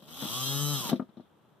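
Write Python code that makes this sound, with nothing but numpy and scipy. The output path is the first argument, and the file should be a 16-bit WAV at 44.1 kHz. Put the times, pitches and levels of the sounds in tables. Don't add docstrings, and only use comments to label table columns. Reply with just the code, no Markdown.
import sys
import numpy as np
from scipy import signal
from scipy.fft import rfft, irfft
from scipy.io import wavfile

SR = 44100
rng = np.random.default_rng(int(sys.argv[2]) if len(sys.argv) > 2 else 0)


def to_wav(s):
    ch = np.atleast_2d(s).T
    pcm = np.round(np.clip(ch, -1, 1) * 32767)
    wavfile.write(sys.argv[1], SR, pcm.astype(np.int16))


N = 70560
T = np.arange(N) / SR

# (time [s], speed [turns per second])
SHAFT_SPEED = [(0, 58), (.1, 78.5), (.255, 96.5), (.306, 110), (.346, 122.5), (.392, 128), (.442, 132.5),
               (.496, 137), (.602, 143.5), (.705, 146.5), (.738, 143.5), (.766, 136), (.808, 123.5),
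               (.842, 112.5), (.896, 97.5), (.93, 73.6), (1.0, 2.14)]
# (multiple of shaft rate, level [dB])
HUM_ORDERS = [(1, -30), (2, -44.5), (3, -43.5), (4, -52.5), (5, -58), (6, -51), (7, -56), (8, -56.5),
              (10, -59), (12, -56)]
# (frequency [Hz], gain [dB])
BENCH_RADIATION = [(105, -23.5), (145, -3), (200, -8.5), (255, -2.5), (290, 1.5), (380, -10.5), (500, -3.5),
                   (1000, -3), (1070, -13), (1160, 2.5), (1450, -3)]
# (time [s], level [dB])
SLOT_WHINE = [(.25, -66.5), (.35, -44), (.42, -43), (.455, -55.5), (.6, -48), (.8, -46), (.92, -44),
              (1, -94)]
# (time [s], level [dB])
SCRATCH_LEVEL = [(0, -65.5), (.07, -60), (.09, -51.5), (.21, -38.5), (.32, -35), (.48, -34.5), (.6, -35.5),
                 (.9, -35), (.925, -56.5), (1.06, -82.5)]
# (frequency [Hz], level [dB])
REPEATING_SCRATCH = [(1200, -8), (3000, -3), (6000, 3), (14000, 0)]
# (frequency [Hz], level [dB])
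FRESH_FRICTION = [(1200, -1), (3000, -12), (7000, -10), (11000, -4)]
# (multiple of shaft rate, level [dB], extra at chatter speed [dB])
COMMUTATOR_TONES = [(21, -22, -10), (22, -19, -5), (24, -18, 8), (25, -19, -2), (27, -21, 6), (30, -17, 8)]
# (frequency [Hz], left level [dB], right level [dB])
CAN_RESPONSE = [(64, -60, -30), (133, 10, 9), (239, 5.5, -9), (546, -6, -7.5), (1240, -6, -5.5),
                (1480, -10.5, -8), (2520, -9.5, -12.5), (3210, 0.5, -0.5), (3710, 0.5, 1.5),
                (4430, -4, -5.5), (5340, -6.5, -9), (5930, -7.5, -5.5), (6480, -10, -6.5),
                (7180, -17.5, -20.5), (8220, -5, -13), (9160, -17, -21), (10900, -9, -12),
                (11940, -4, -5.5), (12560, -9, -9), (15100, -13, -12.5)]
# (frequency [Hz], correlation [-1 to 1])
CAN_LIKENESS = [(200, -0.91), (1200, 1), (2100, -0.85), (3100, 0.9), (3700, 0.63), (4700, -0.77),
                (5600, 0.19), (6500, -0.69), (7700, 0.17)]
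# (time [s], level [dB])
RASP_LEVEL = [(.06, -66), (.22, -45), (.36, -44), (.45, -56), (.74, -58), (.82, -49), (.9, -50), (1.0, -85)]
# (time [s], level [dB], contact hardness [Hz], metal rattle [dB], pitch of the bench's ring [ratio])
BENCH_KNOCKS_AND_CLICK = [(.023, -47.5, 740, 3.5, 0.86), (.083, -57.5, 1510, 19, 1.36),
                          (.223, -32, 900, -18, 0.84), (.231, -32, 790, -5, .8),
                          (.252, -32.5, 800, -2, 0.91), (.8, -35, 300, -10, 0.72),
                          (.854, -34, 500, 6, 0.93), (.893, -32, 2600, 11, 1.17),
                          (0.9164, -26, 740, -13, 1), (.922, -27, 456, -11, 1.016),
                          (0.9293, -14.5, 465, -20.5, 1), (.958, -35, 395, -1, 1),
                          (.996, -23.5, 800, -40, 1.05), (1.0193, -33.5, 595, -20, 1.02),
                          (1.089, -50, 960, -7, 0.89), (1.17, -40, 520, -10.5, 0.99),
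                          (1.179, -43, 495, -21, 0.97), (1.197, -40.5, 645, -22, 1),
                          (1.205, -59, 900, 5, 0.95), (1.518, -56, 400, -27, 0.66)]
# (frequency [Hz], level [dB], T60 [s])
BENCH_MODES = [(197.8, -8.5, 0.11), (245.7, 3.5, 0.059), (338, -9, 0.084), (498, -14, 0.072),
               (611, -9.5, 0.055), (950, -12.5, 0.033), (1183, -11, 0.068), (1550, -6, 0.017)]
# (frequency [Hz], level [dB])
WOOD_SPECTRUM = [(170, -21), (700, -7), (1500, -9.5), (2100, -15.5), (4000, -30)]
# (frequency [Hz], density [dB per Hz])
FLOOR_SPECTRUM = [(30, 4), (150, 6.5), (1300, -4.5), (2200, -18.5), (3400, -14), (4800, -29.5),
                  (15000, -32)]

REFERENCE_HZ = 145
HUM_DB_PER_OCTAVE = 13.5
HUM_PAN_DB = 13
HUM_WAVER, WHINE_WAVER, TONE_WAVER = 0.1, 0.049, .4
CHATTER_HZ, CHATTER_WIDTH_HZ = 135, 6

JITTER_S, WEAR = 7e-6, .22
BAR_DEPTH = .55
SLOW_NOISE_DB = 14
CRACKLE_DB, CRACKLE_HZ = 6, 220
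CAN_T60, CAN_RING_DB = .025, -7

RASP_HZ, RASP_WIDTH_HZ, RASP_PAN_DB = 3430, 530, 4.5
RASP_SHARE, RASP_WANDER = .17, .05
RASP_SCATTER_DB = 1.2

CONTACT_S, BENCH_DETUNE = .0007, .025
BENCH_LOW_HZ, BENCH_PAN_DB = 165, 6
WOOD_DB, WOOD_T60 = -5.5, 0.052
METAL_T60, RATTLE_HZ = 0.088, 3230

ROOM_T60, ROOM_DB, ROOM_LOW_HZ = .11, -9, 320
FLOOR_DB, FLOOR_ALIKE, FLOOR_PAN_DB = -63.5, 0.48, 1.5
LOW_CUT_HZ, EDGE_HZ = 98, 15550


def amp(db):
    return 10 ** (np.asarray(db) / 20)


def unit(x):
    return x / np.sqrt(np.mean(x ** 2) + 1e-20)


def curve(points):
    return np.interp(T, *np.transpose(points))


def read(points, hz):
    f, value = np.transpose(points)
    return np.interp(np.log(hz + 1), np.log(f + 1), value)


def colour(x, points):
    size = 2 * x.shape[-1]
    gain = amp(read(points, np.fft.rfftfreq(size, 1 / SR)))
    return irfft(rfft(x, size) * gain)[..., :size // 2]


def pan(db):
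    gains = amp([[db / 2], [-db / 2]])
    return gains / gains.mean()


def drift(rate_hz):
    fade = 1 + (np.fft.rfftfreq(N, 1 / SR) / rate_hz) ** 4
    return unit(irfft(rfft(rng.standard_normal(N)) / fade, N))


def correlate(a, b, alike):
    return np.array([a, alike * a + np.sqrt(1 - alike ** 2) * b])


def butter(hz, kind, order=2):
    return signal.butter(order, hz, kind, fs=SR, output="sos")


def add(mix, s, sound):
    part = mix[round(s * SR):][:len(sound)]
    part += sound[:len(part)]


def motor():
    speed = curve(SHAFT_SPEED)
    turns = np.cumsum(speed) / SR
    return hum(speed, turns) + whine(turns) + scratch(speed, turns) + rasp(turns)


def shaft_tone(turns, order, waver):
    carrier = np.exp(2j * np.pi * (order * turns + rng.random()))
    wavering = 1 + waver * (drift(17.0) + 1j * drift(30))
    return np.sqrt(2) * np.real(carrier * wavering)


def hum(speed, turns):
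    total = np.zeros((2, N))
    for order, db in HUM_ORDERS:
        level = amp(db + read(BENCH_RADIATION, order * speed))
        tone = shaft_tone(turns, order, HUM_WAVER * np.sqrt(order))
        total += level * tone * pan(HUM_PAN_DB / order)
    return total * amp(HUM_DB_PER_OCTAVE * np.log2(speed / REFERENCE_HZ))


def whine(turns):
    return amp(curve(SLOT_WHINE)) * shaft_tone(turns, 9, WHINE_WAVER)


def scratch(speed, turns):
    drives = np.array([brush(speed, turns) + commutator(speed, turns), brush(speed, turns)])
    return unit(can(drives)) * amp(curve(SCRATCH_LEVEL))


def bars(angle, count=6):
    return 1 + BAR_DEPTH * np.cos(2 * np.pi * count * angle)


def brush(speed, turns, count=110, oversample=4):
    angle = (np.arange(count) + rng.random(count)) / count
    height = rng.standard_normal(count) * bars(angle)
    laps = np.arange(SR // 256)[:, None]
    wear, jitter = rng.standard_normal((2, len(laps), count))
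    when = np.interp(laps + angle, turns, T) + JITTER_S * jitter
    hit = (when > 0) & (laps + angle < turns[-1])

    place = (when[hit] * SR * oversample).astype(int)
    strength = (height * (1 + WEAR * wear))[hit]
    fine = np.bincount(place, strength, 2 * N * oversample)[:N * oversample]
    clicks = colour(unit(signal.resample_poly(fine, 1, oversample)), REPEATING_SCRATCH)

    slow = np.clip(2 * (1 - speed / REFERENCE_HZ), 0, 1)
    friction = colour(unit(rng.standard_normal(N) * bars(turns)), FRESH_FRICTION)
    hiss = friction + slow * rng.standard_normal(N)
    crackle = amp(CRACKLE_DB * slow * np.tanh(drift(CRACKLE_HZ)))
    return (clicks * amp(-SLOW_NOISE_DB * slow ** 2) + hiss) * crackle


def commutator(speed, turns):
    chatter = np.exp(-((speed - CHATTER_HZ) / CHATTER_WIDTH_HZ) ** 2)
    total = np.zeros(N)
    for order, db, extra_db in COMMUTATOR_TONES:
        total += amp(db + extra_db * chatter) * shaft_tone(turns, order, TONE_WAVER)
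    return total * (speed / REFERENCE_HZ) ** 3


def can(drives):
    t = np.arange(SR // 40) / SR
    ring = unit(rng.standard_normal(len(t)) * amp(-60 * t / CAN_T60))
    ring = ring * amp(CAN_RING_DB) / np.sqrt(len(t))
    a, b = rfft(drives, 2 * N) * (1 + rfft(ring, 2 * N))
    alike = read(CAN_LIKENESS, np.fft.rfftfreq(2 * N, 1 / SR))
    left, right = irfft(correlate(a, b, alike))[:, :N]
    table = np.array(CAN_RESPONSE)
    return np.array([colour(left, table[:, [0, 1]]), colour(right, table[:, [0, 2]])])


def rasp(turns):
    angle = (turns + RASP_WANDER * drift(70)) % 1
    scatter = amp(RASP_SCATTER_DB * rng.standard_normal(int(turns[-1]) + 1))
    strength = scatter[turns.astype(int)]
    scrape = np.exp(-((angle - .5) / RASP_SHARE) ** 2)
    a, b = rng.standard_normal((2, N)) * strength * scrape
    band = butter([RASP_HZ - RASP_WIDTH_HZ / 2, RASP_HZ + RASP_WIDTH_HZ / 2], "bandpass")
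    ringing = unit(signal.sosfilt(band, [a + b / 2, a - b / 2]))
    return ringing * amp(curve(RASP_LEVEL)) * pan(RASP_PAN_DB)


def bench_ring(t, hardness_hz, pitch):
    ring = amp(WOOD_DB - 60 * t / WOOD_T60) * unit(colour(rng.standard_normal(len(t)), WOOD_SPECTRUM))
    for hz, db, t60 in BENCH_MODES:
        mode_hz = hz * pitch * (1 + BENCH_DETUNE * rng.standard_normal())
        ring += amp(db - 60 * t / t60) * np.sin(2 * np.pi * mode_hz * t)
    onset = np.minimum(t / CONTACT_S, 1)
    return signal.sosfilt(butter(hardness_hz, "low"), ring * onset)


def knocks_and_click():
    t = np.arange(SR // 4) / SR
    wood, metal = np.zeros(N), np.zeros((2, N))
    for s, db, hardness_hz, rattle_db, pitch in BENCH_KNOCKS_AND_CLICK:
        add(wood, s, amp(db) * bench_ring(t, hardness_hz, pitch))
        for drive in metal:
            add(drive, s, amp(db + rattle_db - 60 * t / METAL_T60) * rng.standard_normal(len(t)))
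    wood = signal.sosfilt(butter(BENCH_LOW_HZ, "high"), wood)
    rattle = signal.sosfilt(butter(RATTLE_HZ, "low"), can(metal))
    return wood * pan(BENCH_PAN_DB) + rattle


def room(x):
    t = np.arange(SR // 2) / SR
    tail = rng.standard_normal((2, len(t))) * amp(-60 * t / ROOM_T60) * (t > .004)
    return signal.fftconvolve(x, tail / np.linalg.norm(tail[0]), axes=1)[:, :N]


def background():
    a, b = colour(rng.standard_normal((2, N)), FLOOR_SPECTRUM)
    return amp(FLOOR_DB) * unit(correlate(a, b, FLOOR_ALIKE)) * pan(FLOOR_PAN_DB)


def scene():
    near = motor() + knocks_and_click()
    reflections = room(signal.sosfilt(butter(ROOM_LOW_HZ, "high"), near))
    return near + amp(ROOM_DB) * reflections + background()


def record(dry):
    thin = signal.sosfilt(butter(LOW_CUT_HZ, "high", order=4), dry)
    band_limit = signal.firwin(511, EDGE_HZ, window=("kaiser", 9), fs=SR)
    return signal.oaconvolve(thin, band_limit[None], "same")


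dry = scene()
out = record(dry)
to_wav(out)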